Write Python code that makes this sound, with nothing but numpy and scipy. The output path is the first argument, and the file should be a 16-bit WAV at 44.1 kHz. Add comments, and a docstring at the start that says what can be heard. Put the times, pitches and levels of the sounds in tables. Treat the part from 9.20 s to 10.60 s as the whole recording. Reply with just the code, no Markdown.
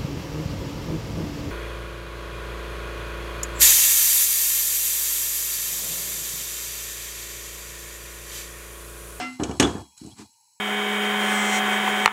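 """A wire masher works soft boiled vegetables in a wide metal pot on a kitchen stove, over a faint ebbing hiss.
At first the free wire still rings from a blow, as decaying sines, while a press fizzes as filtered wet grains.
Then the wire thuds through the mash onto the bottom and clinks on bare metal, both as struck modes with noise
tails, and squeaks as a wavering tone. Further presses fizz and rumble; near one second the masher pulls free
with a wet suck, a smooth swell of grains, and the last soft thuds and a faint clink follow."""
import sys
import numpy as np
from scipy import signal
from scipy.fft import rfft, irfft, next_fast_len
from scipy.io import wavfile
from scipy.ndimage import uniform_filter1d

SR = 44100
rng = np.random.default_rng(int(sys.argv[2]) if len(sys.argv) > 2 else 0)


def pcm_store(signal):
    """Save signal as 16-bit PCM."""
    levels = np.round(np.clip(np.atleast_2d(signal), -1, 1) * 32767)
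    wavfile.write(sys.argv[1], SR, levels.astype(np.int16).T)


N = 61739
T = np.arange(N) / SR  # time [s]


def amp(db):
    """Level law: a level in decibels becomes an amplitude ratio."""
    return 10 ** (np.asarray(db) / 20)


def rms_one(x):
    """Normalisation: scale to unit root-mean-square amplitude."""
    return x / np.sqrt(np.mean(x ** 2) + 1e-20)


def colour(x, spectrum):
    """Spectral shaping: weight a steady signal by (frequency [Hz], level [dB]) points; rms 1."""
    hz, db = np.transpose(spectrum)
    size = next_fast_len(N)
    bins = np.maximum(np.arange(size // 2 + 1) * SR / size, 1)
    weight = amp(np.interp(np.log(bins), np.log(hz), db))
    return rms_one(irfft(rfft(x, size) * weight, size)[:N])


def noise(spectrum):
    """Coloured noise: white Gaussian noise with a shaped spectrum; rms 1."""
    return colour(rng.standard_normal(N), spectrum)


def narrow_noise(hz, width_hz):
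    """Resonance: white noise passed through one narrow band; rms 1."""
    edges = [hz - width_hz / 2, hz + width_hz / 2]
    band = signal.butter(2, edges, "band", fs=SR, output="sos")
    return rms_one(signal.sosfilt(band, rng.standard_normal(N)))


def lowpass(x, hz):
    """Second-order low-pass: amplitude falls by 12 dB per octave well above the cut-off."""
    return signal.sosfilt(signal.butter(2, min(hz, SR / 3), fs=SR, output="sos"), x + 1e-18)


def highpass(x, hz):
    """Second-order high-pass: amplitude falls by 12 dB per octave well below the cut-off."""
    return signal.sosfilt(signal.butter(2, min(hz, SR / 3), "high", fs=SR, output="sos"), x)


def fade(t60):
    """Exponential decay: the level falls by 60 dB in t60 seconds."""
    return np.exp(-np.minimum(np.log(1000) * T / t60, 40))


def ring(modes):
    """Modal synthesis: a struck body is a sum of decaying sines (frequency [Hz], level [dB], t60 [s])."""
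    return sum(amp(db) * fade(t60) * np.sin(2 * np.pi * hz * T) for hz, db, t60 in modes)


def add(out, s, x):
    """Superposition: mix a sound in from time s on."""
    start = max(int(s * SR), 0)
    out[start:] += x[:N - start]


def swell(s, length, attack, release):
    """Envelope: linear attack, hold until s + length, exponential release (all in seconds)."""
    return np.clip((T - s) / attack, 0, 1) * np.exp(-np.maximum(T - s - length, 0) / release)


def bump(centre, width):
    """Gaussian curve: one smooth peak, 1 at its centre."""
    return lambda x: np.exp(-.5 * ((x - centre) / width) ** 2)


def grains(spectrum):
    """Granular noise: sparse random impulses, tiny wet bursts of uneven size, coloured; rms 1."""
    grains_per_s, spread_db = 4400, 1.5
    sizes = amp(spread_db * np.minimum(rng.exponential(1, N), 4))
    signed = sizes * rng.choice([-1, 1], N)
    return colour(signed * (rng.random(N) < grains_per_s / SR), spectrum)


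def hollow(x):
    """Cavity resonance: the hollow of the pot lifts a steady signal at its own frequencies; rms 1."""
    # resonances of the pot's hollow: (frequency [Hz], width [Hz], lift [dB])
    resonances = [(905, 100, 3.5), (2400, 135, 4.5), (2956, 60, 8), (3350, 34, 13), (3960, 190, 5.5),
                  (4386, 100, 2), (5420, 160, 8.5), (6150, 90, 6), (6650, 170, 11), (7730, 130, 14),
                  (8880, 141, 8.5), (10230, 270, 12.5), (11500, 140, 5), (13300, 450, 2)]
    size = next_fast_len(N)
    bins = np.arange(size // 2 + 1) * SR / size
    lift_db = sum(db * bump(hz, width)(bins) for hz, width, db in resonances)
    return rms_one(irfft(rfft(x, size) * amp(lift_db), size)[:N])


def hiss():
    """Stationary noise and resonance: a broad hiss with a few narrow bands, slowly ebbing."""
    # background spectrum: (frequency [Hz], relative density [dB per Hz])
    spectrum = [(40, -34.5), (105, -6.5), (150, -12.5), (500, -19), (1000, -16), (1800, -9), (2600, -6),
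                (3650, -22.5), (4050, -4.5), (5000, -9.5), (6500, -9), (9300, -13), (12000, -17),
                (15500, -17.5)]
    # resonances in the hiss: (frequency [Hz], width [Hz], rms level at the start [dB])
    tones = [(104.6, 24.4, -82.5), (896, 110, -67), (7730, 140, -64.5)]
    start_db, ebb_db_per_s = -58, 4
    broad = amp(start_db) * hollow(noise(spectrum))
    narrow = sum(amp(db) * narrow_noise(hz, width) for hz, width, db in tones)
    return (broad + narrow) * amp(-ebb_db_per_s * T)


def free_wire():
    """Free vibration: the wire loop's modes hold briefly and ring out, with the kitchen's tail around them."""
    # modes of the free wire: (frequency [Hz], level [dB], rise [s], held until [s], t60 [s])
    wire_modes = [(254, -35, .004, .1, .45), (732, -29, .001, .008, .25), (1357, -35, .04, .065, .21),
                  (2062, -33, .03, .07, .3), (2765, -40, .01, .06, .26), (2977, -46, .001, .005, .25),
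                  (5292, -45, .001, .02, .3), (6045, -51, .001, .005, .4), (8538, -50, .001, .005, .26)]
    # spectrum of the tail: (frequency [Hz], relative density [dB per Hz])
    room = [(50, -16.5), (90, -12), (300, 9.5), (500, 1), (750, 1.5), (2000, 2), (3000, -0.5), (3650, -6.5),
            (4100, -6), (8500, -13), (10000, -32.5), (15000, -29)]
    room_db, room_t60_s = -30.5, 0.36
    out = amp(room_db) * fade(room_t60_s) * noise(room)
    for hz, db, rise, hold, t60 in wire_modes:
        envelope = swell(0, hold, rise, t60 / np.log(1000))
        out += amp(db) * envelope * np.sin(2 * np.pi * hz * T)
    return out


def mash():
    """Granular flow and friction: pressed mash fizzes, the dragged wire rumbles on the bottom, the lift sucks."""
    # presses through the mash: (time [s], length [s], wet fizz level [dB], initial rumble level [dB])
    presses = [(0, 0.16, -53.5, -58), (0.187, 0.19, -51.5, -37.5), (0.391, .225, -53, -35),
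               (0.764, 0.056, -53, -65.5), (0.828, 0.11, -56, -50), (0.967, 0.099, -59.5, -54.5)]
    # spectra of the three sounds: (frequency [Hz], relative density [dB per Hz])
    fizz_spectrum = [(600, -24), (1400, 0.5), (1750, -4.5), (2800, -5.5), (3600, -10.5), (4150, 3),
                     (5100, -4), (6600, -8), (8200, -4), (9300, -10), (12000, -15.5), (15500, -25.5)]
    rumble_spectrum = [(40, -28), (68, 1.5), (110, 9), (170, -11), (340, -4), (580, -11.5), (900, -7),
                       (1500, -26), (2200, -49.5), (5000, -45.5)]
    suck_spectrum = [(60, -49), (130, -52), (205, 13), (300, -17), (400, -2), (580, -21), (1050, -8),
                     (1650, -14.5), (1950, -12.5), (3000, -17.5), (8000, -17), (14000, -39)]
    attack_s, release_s = .012, 0.023
    linger_db, linger_s = -24, 0.2735  # the mash fizzes on faintly after each press
    sag_db_per_s = 15.5  # the drag slows as the press goes on
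    fizz, rumble = 0, 0
    for s, length, fizz_db, rumble_db in presses:
        press = swell(s, length, attack_s, release_s)
        linger = amp(linger_db) * swell(s, length, attack_s, linger_s)
        fizz += amp(fizz_db) * (press + linger)
        drag = swell(s, length, attack_s, release=0.0017)
        rumble += amp(rumble_db - sag_db_per_s * (T - s)) * drag
    # the masher pulls free and air rushes into the hole
    suck_s, suck_width_s, suck_db = 1.002, 0.023, -43
    suck = amp(suck_db) * bump(suck_s, suck_width_s)(T)
    out = fizz * hollow(grains(fizz_spectrum))
    return out + rumble * grains(rumble_spectrum) + suck * grains(suck_spectrum)


def squeaks():
    """Frictional oscillation: the sliding wire sings one tone, randomly modulated in pitch and amplitude."""
    # wire sliding on the metal: (time [s], length [s], mean pitch [Hz], level [dB])
    slides = [(0.4288, 0.0032, 3250, -20.5), (0.433, 0.024, 3407, -26), (0.913, 0.015, 3310, -50.5)]
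    waver_rms_hz, modulation_cutoff_hz, roughness_rms = 70, 210, 0.338
    waver = rms_one(lowpass(rng.standard_normal(N), modulation_cutoff_hz))
    flutter = rms_one(lowpass(rng.standard_normal(N), modulation_cutoff_hz))
    out = np.zeros(N)
    for s, length, hz, db in slides:
        phase = 2 * np.pi * np.cumsum(hz + waver_rms_hz * waver) / SR
        out += amp(db) * swell(s, length, attack=0.0022, release=0.0033) * np.sin(phase)
    return (1 + roughness_rms * flutter) * out


def clinks():
    """Hard impact: bare contact excites a bright crack, short metal modes and the kitchen's tail in one band."""
    # bare wire on metal: (time [s], level [dB], low edge [Hz], high edge [Hz])
    contacts = [(.198, -29, 920, 3500), (0.2345, -18.5, 2760, 9000), (0.293, -31, 2800, 5000),
                (.311, -30, 1500, 6080), (.3688, -39, 6000, 12200), (0.3981, -4.5, 500, 14000),
                (0.4023, -16.5, 497.4, 13940), (.4252, -14, 1480, 10950), (0.7769, -34, 7850, 14000),
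                (.862, -35.5, 6080, 11030), (1.137, -51.5, 2200, 3488)]
    # modes of wire and wall in contact: (frequency [Hz], level [dB], t60 [s])
    contact_modes = [(2318, -20, 0.13), (2925, -16.5, 0.1), (3305, -29.5, .6), (5600, -12, 0.043),
                     (6470, -19.5, .1), (6900, -14, 0.044), (7240, -32.5, 0.088), (7980, -25.5, .12),
                     (8330, -24.5, .1), (10160, -35, .12), (10550, -35, 0.065), (12720, -36.5, .12)]
    # spectrum of crack and tail: (frequency [Hz], relative density [dB per Hz])
    crack = [(900, -14.5), (2000, -4), (3000, -1.5), (4400, -10.5), (5700, -6.5), (6800, -1), (7700, -7),
             (8700, -7.5), (9600, -17.5), (12700, -25), (15500, -36)]
    crack_db, crack_t60_s = -4.5, 0.032
    room_db, room_t60_s = -25, .4
    build_s = 0.00096  # time constant of the onset
    out, metal = np.zeros(N), ring(contact_modes)
    decay = amp(crack_db) * fade(crack_t60_s) + amp(room_db) * fade(room_t60_s)
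    onset = 1 - np.exp(-T / build_s)
    for s, db, low_hz, high_hz in contacts:
        hit = (metal + decay * noise(crack)) * onset
        add(out, s, amp(db) * lowpass(highpass(hit, low_hz), high_hz))
    return out


def thuds():
    """Cushioned impact: a thump, the pot's modes and a diffuse boom, steeply dulled by the mash under the wire."""
    # thuds on the pot bottom: (time [s], level [dB], contact cut-off [Hz], level of the pot's ring [dB])
    blows = [(.198, -15.5, 2130, 1.5), (0.2243, -18.5, 1200, 2.5), (0.2364, -21, 2250, 1),
             (0.257, -48, 1210, 5), (0.295, -14.5, 1600, -2.5), (.323, -32.5, 2950, 1.5),
             (0.3993, -10, 6900, 6.5), (0.4071, -6, 2960, -6), (.4262, -23.5, 3500, 7),
             (.445, -7, 2200, -4.5), (0.552, -18, 2830, -5), (0.5563, -19, 1490, -16),
             (0.6011, -35.5, 1283, 0), (.8145, -28.5, 455, 2.5), (0.847, -24.5, 480, -3),
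             (.871, -43, 660, 13.5), (.996, -36, 1510, -0.5), (1.019, -34.5, 640, -5.5)]
    # modes of the loaded pot: (frequency [Hz], level [dB], t60 before the mash damping [s])
    pot_modes = [(71, -17, .4), (110, -39, .35), (152, -42, .2), (206, -18.5, .3), (264.4, -25, .18),
                 (303, -12, .16), (371, -18.5, 0.16), (447, -36, .33), (703.3, -22.5, 0.36),
                 (781.6, -29, .32), (957, -32, .4), (1068, -30, .35), (1322, -39, .35), (1730, -23.5, 0.22)]
    # pot and kitchen answering a thud: (frequency [Hz], relative density [dB per Hz])
    boom = [(40, -33.5), (65, -5), (150, -4), (300, 8.5), (450, 2), (590, -7), (950, -5.5), (1600, -9),
            (2200, -26), (4000, -18.5), (12000, -44.5)]
    thump_hz, thump_t60_s = 269, 0.01
    boom_db, boom_t60_s, boom_build_s = -11, 0.32, .004  # t60 before the mash damping
    damping_s_per_hz = .0009  # t60 of the extra damping per Hz of cut-off: soft thuds die sooner
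    out, thump, pot = np.zeros(N), ring([(thump_hz, 0, thump_t60_s)]), ring(pot_modes)
    tail = amp(boom_db) * fade(boom_t60_s) * (1 - np.exp(-T / boom_build_s))
    for s, db, contact_hz, ring_db in blows:
        damping = fade(damping_s_per_hz * contact_hz)
        hit = thump + amp(ring_db) * (pot + tail * noise(boom)) * damping
        add(out, s, amp(db) * lowpass(lowpass(hit, contact_hz), contact_hz))
    return out


def scene():
    """Superposition: all sources sum at one close microphone."""
    return (hiss() + free_wire() + mash() + squeaks() + clinks() + thuds())[None]


def suppress(x):
    """Spectral gating: each frequency is turned down, to a limit, as its power sinks below a threshold."""
    # noise suppressor threshold in a 23 ms frame: (frequency [Hz], level [dB])
    threshold_points = [(60, -76.5), (110, -88.5), (200, -88), (400, -61), (570, -61.5), (720, -83.5),
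                        (900, -100), (1300, -76), (1850, -79), (2500, -81.5), (3300, -90), (3620, -82.5),
                        (4000, -110), (15000, -120)]
    least_gain_db = -13.5
    bins, _, frames = signal.stft(x, SR, nperseg=1024, noverlap=768)
    hz, db = np.transpose(threshold_points)
    threshold = amp(np.interp(np.log(bins + 1), np.log(hz), db))[:, None] ** 2
    # power averaged over three neighbouring frames
    power = uniform_filter1d(np.abs(frames) ** 2, size=3, axis=-1).clip(1e-20)
    gain = np.maximum(power / (power + threshold), amp(least_gain_db))
    return signal.istft(frames * gain, SR, nperseg=1024, noverlap=768)[1][..., :N]


def record(dry):
    """Band limiting and saturation: low cut, noise suppressor, rounded peaks and a cut top."""
    low_cut_hz, top_cut_hz = 74.4, 15600
    low_cut = signal.butter(6, low_cut_hz, "high", fs=SR, output="sos")
    top_cut = signal.ellip(12, .1, 70, top_cut_hz, fs=SR, output="sos")
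    x = suppress(signal.sosfilt(low_cut, dry))
    rounded = 2 * np.tanh(x / 2)
    return signal.sosfilt(top_cut, rounded)


dry = scene()
out = record(dry)
pcm_store(out)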